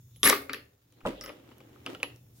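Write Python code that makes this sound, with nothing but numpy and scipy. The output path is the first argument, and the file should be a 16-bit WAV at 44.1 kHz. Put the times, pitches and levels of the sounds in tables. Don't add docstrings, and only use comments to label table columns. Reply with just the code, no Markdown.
import sys
import numpy as np
from scipy import signal
from scipy.fft import rfft, irfft
from scipy.io import wavfile
from scipy.ndimage import uniform_filter1d, map_coordinates

SR = 44100
rng = np.random.default_rng(int(sys.argv[2]) if len(sys.argv) > 2 else 0)


def ratio_of_db(decibels):
    return 10 ** (np.asarray(decibels, float) / 20)


def output_pcm(signal):
    pcm = np.clip(np.atleast_2d(signal).T, -1, 1) * 32767
    wavfile.write(sys.argv[1], SR, np.round(pcm).astype(np.int16))


N = 105840

# mode in Hz, level in dB, t60 in seconds.
GRIP_MODES = [(296, -9, 0.14), (508, 1.5, 0.073), (783, -9, 0.14), (972, -5, 0.06), (1267, 0, 0.047),
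              (1900, -8, 0.087), (2380, -4.5, 0.058), (2982, -4.5, 0.096), (4760, -15, 0.073)]


def band(x, lo_hz, hi_hz):
    return signal.sosfilt(signal.butter(2, [lo_hz, min(hi_hz, 20000)], "band", fs=SR, output="sos"), x)


def noise_band(hz, width_hz):
    return band(pair(N), hz - width_hz / 2, hz + width_hz / 2) * np.sqrt(SR / 2 / width_hz)


def ring_down(t, t60):
    return np.exp(-np.log(1000) * t / t60)


def curve(table):
    seconds, db = np.array(table).T
    return ratio_of_db(np.interp(np.arange(N) / SR, seconds, db))


def colour(x, tone):
    f = np.maximum(np.arange(N // 2 + 1) * SR / N, 1)
    hz, db = np.array(tone).T
    y = irfft(rfft(x) * ratio_of_db(np.interp(np.log(f), np.log(hz), db)), N)
    return y / np.sqrt(np.mean(y ** 2))


def pair(n):
    mid, side = rng.standard_normal((2, n))
    side = signal.sosfilt(signal.butter(2, 520, "high", fs=SR, output="sos"), side)
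    return np.array([mid + side, mid - side]) / np.sqrt(2)


def walk(rate):
    k = int(SR / rate)
    steps = np.repeat(rng.standard_normal(N // k + 1), k)
    return 1.3 * uniform_filter1d(uniform_filter1d(steps, k), k)[:N]


def place(x, pan_db, lag, skew=0.54):
    scatter_s, scatter = .002, .2
    left = map_coordinates(x, [np.arange(N) - lag], mode="nearest")
    taps = rng.standard_normal(300) * np.exp(-np.arange(300) / SR / scatter_s)
    high = band(x, 600, 15000)
    scattered = signal.fftconvolve(high, taps / np.linalg.norm(taps))[:N]
    echo = skew * (signal.hilbert(high).imag + scatter * scattered)
    return np.array([left * ratio_of_db(pan_db / 2) + echo, x * ratio_of_db(-pan_db / 2) - echo])


def blows(rows, modes, push_s=0.00055, rough=0.91, scatter_db=3, detune=.022):
    crack_s, crack_cycles, tick_s, air_db = 0.00077, 0.87, .0016, -5.0
    out, t = np.zeros(N + SR), np.arange(SR // 4) / SR
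    hz, db, t60 = np.array(modes).T[:, :, None]
    rise = 1 - np.exp(-t / push_s)
    for s, peak_db, crack_hz, tick_db, body_db in rows:
        level_chance, pitch_chance = rng.standard_normal((2, len(modes), 1))
        noise = rng.standard_normal((len(modes), len(t)))
        hiss = rng.standard_normal(len(t))

        crack_noise = band(hiss, crack_hz / 2, crack_hz * 1.5) * np.sqrt(SR / 3 / crack_hz)
        crack = np.sin(2 * np.pi * crack_hz * t) + 0.28 * crack_noise
        crack = crack * np.exp(-t / (crack_s + crack_cycles / crack_hz))

        tick = band(hiss, 1500, 12000) + ratio_of_db(air_db) * band(hiss, 13000, 16800)
        tick = tick * np.exp(-t / tick_s)

        cluster = np.array([band(v, f / 1.14, f * 1.155) * np.sqrt(SR / f) for v, f in zip(noise, hz[:, 0])])
        tone = np.sin(2 * np.pi * hz * (1 + detune * pitch_chance) * t) + rough * cluster
        body = (ratio_of_db(db + scatter_db * level_chance) * tone * ring_down(t, t60)).sum(axis=0)

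        i = int(s * SR)
        blow = rise * (1.545 * crack + ratio_of_db(body_db) * body / 3) + ratio_of_db(tick_db) * tick
        out[i:i + len(t)] += ratio_of_db(peak_db) * blow
    return out[:N]


def case_drops():
    # start in seconds, peak in dB, crack pitch in Hz, sharp tick in dB, body in dB.
    drop_rows = [(.2314, -7.5, 3510, -3.5, -10), (.2435, -21.5, 12000, 2.5, -27),
                 (.2460, -12.5, 3600, -12.5, -13.5), (.2475, -16.5, 4870, -11, -14),
                 (.2545, -16, 4200, -13.5, 0), (.2590, -16.5, 5560, -9, -5),
                 (.2652, -14.5, 2000, -13, -2.5), (.2698, -15, 2500, -8.5, -6.5),
                 (.2728, -19.5, 5000, -1, -15), (.2748, -6.5, 1696, -1, -12), (.2830, -19, 2100, -12.5, -4),
                 (.2875, -18, 5000, -9, -4), (.2928, -20.5, 4500, -7, -5), (.2958, -13, 1502, -9.5, -4),
                 (.2980, -11, 5650, 2, -16), (.3000, -9.5, 2230, -5, -15), (.3050, -17.5, 520, -23.5, -7.5),
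                 (.3072, -19.5, 1120, -19, -6.5), (.3185, -22.5, 1900, -15, -8.5),
                 (.3255, -17.5, 2060, -14.5, -9), (.3282, -13, 1140, -13, -6), (.3290, -20, 2200, -16, -10),
                 (.3335, -20, 2140, -13.5, -9), (.3460, -29.5, 1500, -11, -0.5), (.4205, -52, 11100, 3, -5),
                 (.4950, -27.5, 1333, -18, -8.5), (.4954, -23.5, 2295, -41, -9),
                 (.4958, -32, 4160, -30, -10.5), (.5326, -22.5, 3860, -6, -5.5),
                 (.5360, -24, 1740, -36, -15.5), (.5445, -24.5, 2570, -12, -11.5)]
    # mode in Hz, level in dB, t60 in seconds.
    tray_modes = [(276.6, -12.5, 0.37), (408.8, -8, 0.24), (532, -10.5, 0.12), (1205, -1.5, 0.093),
                  (1790, -2, .06), (2120, 0, .045), (2900, -6.5, .04), (3730, -9.5, 0.056),
                  (4600, -15, .04)]
    return place(blows(drop_rows, tray_modes), 1.3, -0.17)


def brass():
    # start in seconds, level in dB, length until damped in seconds, t60 in seconds, pitch in Hz.
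    wall_rings = [(0.161, -52, 0.023, .12, 11100), (.195, -55.5, 0.038, 0.24, 11300),
                  (0.2345, -20, 0.011, 0.32, 11170), (0.2466, -16, 0.031, 1.7, 11230),
                  (0.278, -17, .019, 1.3, 11280), (.301, -36, .014, .3, 11340),
                  (0.301, -40, 0.15, 0.33, 11370), (0.533, -44.5, 0.099, 0.15, 11250),
                  (1.238, -51, 0.022, .2, 11060), (1.262, -56, 0.014, 0.26, 11200),
                  (1.277, -51.5, 0.063, 0.17, 11130), (2.034, -45.5, 0.062, 0.2, 11100)]
    swell_s, damp_s, split_hz, partner_db = .003, .006, 110, -13.0
    out, t = 0, np.arange(N) / SR
    for s, db, length, t60, hz in wall_rings:
        u = np.maximum(t - s, 0)
        tone = np.sin(2 * np.pi * np.array([[hz], [hz + split_hz]]) * u)
        fade = ring_down(u, t60) * np.exp(-np.maximum(u - length, 0) / damp_s)
        out = out + ratio_of_db(db) * (1 - np.exp(-u / swell_s)) * fade * tone
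    lower, upper = out * ratio_of_db(1.5 * walk(150))
    return place(lower, 2.7, .5, skew=0) + ratio_of_db(partner_db) * place(upper, 1.5, -1.4, skew=0)


def thuds():
    # start in seconds, peak in dB, crack pitch in Hz, sharp tick in dB, body in dB.
    thud_rows = [
        (1.0524, -20.5, 865, -30, -5),
        (1.0560, -20.5, 1250, -49, -5.5),
        (1.0590, -23.5, 584, -30, -4),
        (1.0625, -20.5, 530, -23, -5),
        (1.0630, -32, 3740, -10, -27),
        (1.0660, -32, 597, -19, -10),
        (1.0690, -46, 7330, 3, -14),
        (1.0715, -25, 2700, -14, -2.5),
        (1.0830, -31, 500, -31, -11),
        (1.0910, -50, 2050, -22, 4),
    ]
    # mode in Hz, level in dB, t60 in seconds.
    table_modes = [(46.4, -22, 0.84), (164.6, 2, 0.11), (276, -10.5, 0.14), (525.4, 2, 0.093),
                   (619, -10, 0.061), (970, -5.5, 0.09), (1250, -19, 0.05), (1968, -14, 0.072)]
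    return place(blows(thud_rows, table_modes, push_s=0.00073), -2.2, 5.4, skew=0.2)


def rattles():
    # start in seconds, peak in dB, crack pitch in Hz, sharp tick in dB, body in dB.
    rattle_rows = [(1.2108, -29.5, 5400, -10.5, -7), (1.2250, -49, 10500, -13, -15),
                   (1.2282, -50, 13000, -12, -1), (1.2375, -32.5, 13500, -10, -3),
                   (1.2410, -42, 3480, -19, 2), (1.2475, -34, 15160, -22, -10),
                   (1.2603, -32.5, 5400, -11.5, -0.5), (1.2615, -35, 1330, -14, -7),
                   (1.2680, -48, 5500, -16, 8.5), (1.2745, -50.5, 4970, -7, -1),
                   (1.2775, -46.5, 14730, -6, 8), (1.2815, -47.5, 14000, -8, 6.5),
                   (1.2930, -34.5, 2470, -22, 0), (1.2945, -49, 5000, -19, -3),
                   (1.3015, -36, 520, -25, -10)]
    # mode in Hz, level in dB, t60 in seconds.
    lid_modes = [(303, -15.5, 0.2), (410.4, -10, 0.14), (520, -4, 0.095), (1240, -2.5, 0.068),
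                 (2000, -0.5, 0.038), (2900, -2.5, 0.028), (5400, -25, 0.017)]
    return place(blows(rattle_rows, lid_modes), 0.44, -0.083)


def clicks():
    # start in seconds, peak in dB, crack pitch in Hz, sharp tick in dB, body in dB.
    click_rows = [
        (1.8632, -22, 2710, -11.5, -4.5),
        (1.9485, -32, 2900, -14.5, -8.5),
        (2.0010, -42.5, 2878, -21, -2.5),
        (2.0270, -57, 2220, -40, 4.5),
        (2.0303, -10, 2541, -16, -16),
    ]
    return place(blows(click_rows, GRIP_MODES, rough=0.97), -4.5, 0.65)


def ticks():
    # start in seconds, peak in dB, crack pitch in Hz, sharp tick in dB, body in dB.
    tick_rows = [
        (.161, -52, 3255, 1.5, -14.5),
        (.9241, -65, 2468, 8, 0),
        (1.007, -50.5, 2520, -16, -6.5),
        (1.0129, -47, 1290, -17, -30),
        (1.5138, -58.5, 1308, -27, 6.5),
        (1.5826, -47, 11560, -8.5, -11.5),
        (1.6036, -48, 2200, -8, -1),
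        (1.7607, -47, 1240, -43, -33),
        (2.1608, -52.5, 5770, -0.5, -11.5),
    ]
    return place(blows(tick_rows, GRIP_MODES), -0.65, .3)


def grains(level, tone, rate, spread_db, bed):
    size = ratio_of_db(spread_db * np.minimum(rng.exponential(size=N), 2))
    hit = (rng.random(N) < rate / SR) * size
    rub = pair(N) * (uniform_filter1d(hit, 60) * 60 + bed) * ratio_of_db(1.4 * walk(25))
    return curve(level) * colour(rub, tone)


def clatter():
    # time in seconds, level in dB.
    clatter_level = [(.230, -74), (.238, -25.5), (.262, -22.5), (.300, -28), (.335, -33.5), (.37, -43),
                     (.44, -74)]
    # frequency in Hz, level in dB.
    clatter_tone = [(130, -7), (250, -5.5), (1200, -6), (2200, -10.5), (5000, -11), (9000, -17.5),
                    (16000, -9)]
    return grains(clatter_level, clatter_tone, 700, 3.0, 2.0)


def shuffle():
    # time in seconds, level in dB.
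    shuffle_level = [(.05, -87), (.22, -75.5), (.75, -88), (.95, -69), (1.04, -62), (1.07, -30.5),
                     (1.17, -55), (1.27, -50.5), (1.34, -54.5), (1.45, -59), (1.6, -58.5), (1.84, -56),
                     (1.9, -40.5), (2.0, -57.5), (2.08, -50), (2.2, -71), (2.4, -66)]
    # frequency in Hz, level in dB.
    shuffle_tone = [(88, -49.5), (150, -8.5), (291, 7), (361, 3.5), (524, -5.5), (1120, -15), (3220, -19.5),
                    (4490, -27.5), (16000, -39)]
    return grains(shuffle_level, shuffle_tone, 120, 3.5, 1.6)


def scrapes():
    # start in seconds, length in seconds, level in dB, centre in Hz, width in Hz.
    rubs = [
        (0.094, 0.15, -70.5, 3500, 1100),
        (1.134, 0.09, -57, 3160, 1200),
        (0.88, 0.13, -78, 4200, 700),
        (2.322, 0.119, -63, 9800, 11800),
    ]
    out, t = 0, np.arange(N) / SR
    for s, length, db, hz, width_hz in rubs:
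        swell = np.sin(np.pi * np.clip((t - s) / length, 0, 1))
        out = out + ratio_of_db(db + 3.7 * walk(42)) * swell * noise_band(hz, width_hz)
    return out


def room(dry):
    # band centre in Hz, t60 in seconds, level in dB.
    reflections = [(125, 0.91, -15.5), (235, 0.39, -24.5), (500, 0.74, -18.5), (1060, 0.28, -14),
                   (2000, 0.31, -11.5), (3700, 0.26, -4), (8300, 0.11, -15), (12810, 0.31, -6)]
    delay_s = 0.0024
    t, ir = np.arange(SR // 2) / SR, 0
    for hz, t60, db in reflections:
        ir = ir + ratio_of_db(db) * band(pair(len(t)), hz / 1.23, hz * 1.415) * ring_down(t, t60)
    ir = ir * (1 - np.exp(-(t / delay_s) ** 2)) / 20
    mono = dry.mean(axis=0)
    high = band(mono, 1000, 19000)
    scattered = mono - high + high * walk(900)
    return signal.fftconvolve(scattered[None], ir, axes=1)[:, :N]


def floor():
    # time in seconds, level in dB.
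    floor_gain = [(.2, -55), (.6, -59), (.8, -68), (1.0, -62.5), (1.5, -61), (2.0, -54.5), (2.4, -57)]
    # frequency in Hz, level in dB.
    air_tone = [(25, -18.5), (118, 1.5), (200, -10.5), (550, -31), (720, -45.5), (7000, -43), (8500, -40.5),
                (14000, -31)]
    # frequency in Hz, level in dB.
    hum_tones = [(80.4, -71), (120.2, -63)]
    # centre in Hz, width in Hz, level in dB.
    whine_bands = [(3550, 90, -30.5), (5500, 260, -25), (6700, 800, -21)]
    t = np.arange(N) / SR
    out = ratio_of_db(-4.0) * colour(pair(N), air_tone)
    for hz, db in hum_tones:
        wobble = 1.1 * walk(42)
        out = out + ratio_of_db(db + 60 + 3.0 * walk(7.9)) * np.sin(2 * np.pi * hz * t + wobble)
    for hz, width_hz, db in whine_bands:
        out = out + ratio_of_db(db + 2 * walk(1)) * noise_band(hz, width_hz)
    return curve(floor_gain) * out


def scene():
    near = case_drops() + thuds() + rattles() + ticks() + clatter() + shuffle() + scrapes()
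    snaps = clicks()
    return near + snaps + brass() + room(near + .6 * snaps) + floor()


def low_pass(x):
    return signal.sosfilt(signal.butter(12, 17150, fs=SR, output="sos"), x)


def record(dry):
    soft = .9 * np.tanh((dry - uniform_filter1d(dry, 2000)) / .9)
    top_cut = signal.ellip(6, .3, 35, 15900, fs=SR, output="sos")
    return low_pass(signal.sosfilt(top_cut, soft))


dry = scene()
out = record(dry)
output_pcm(out)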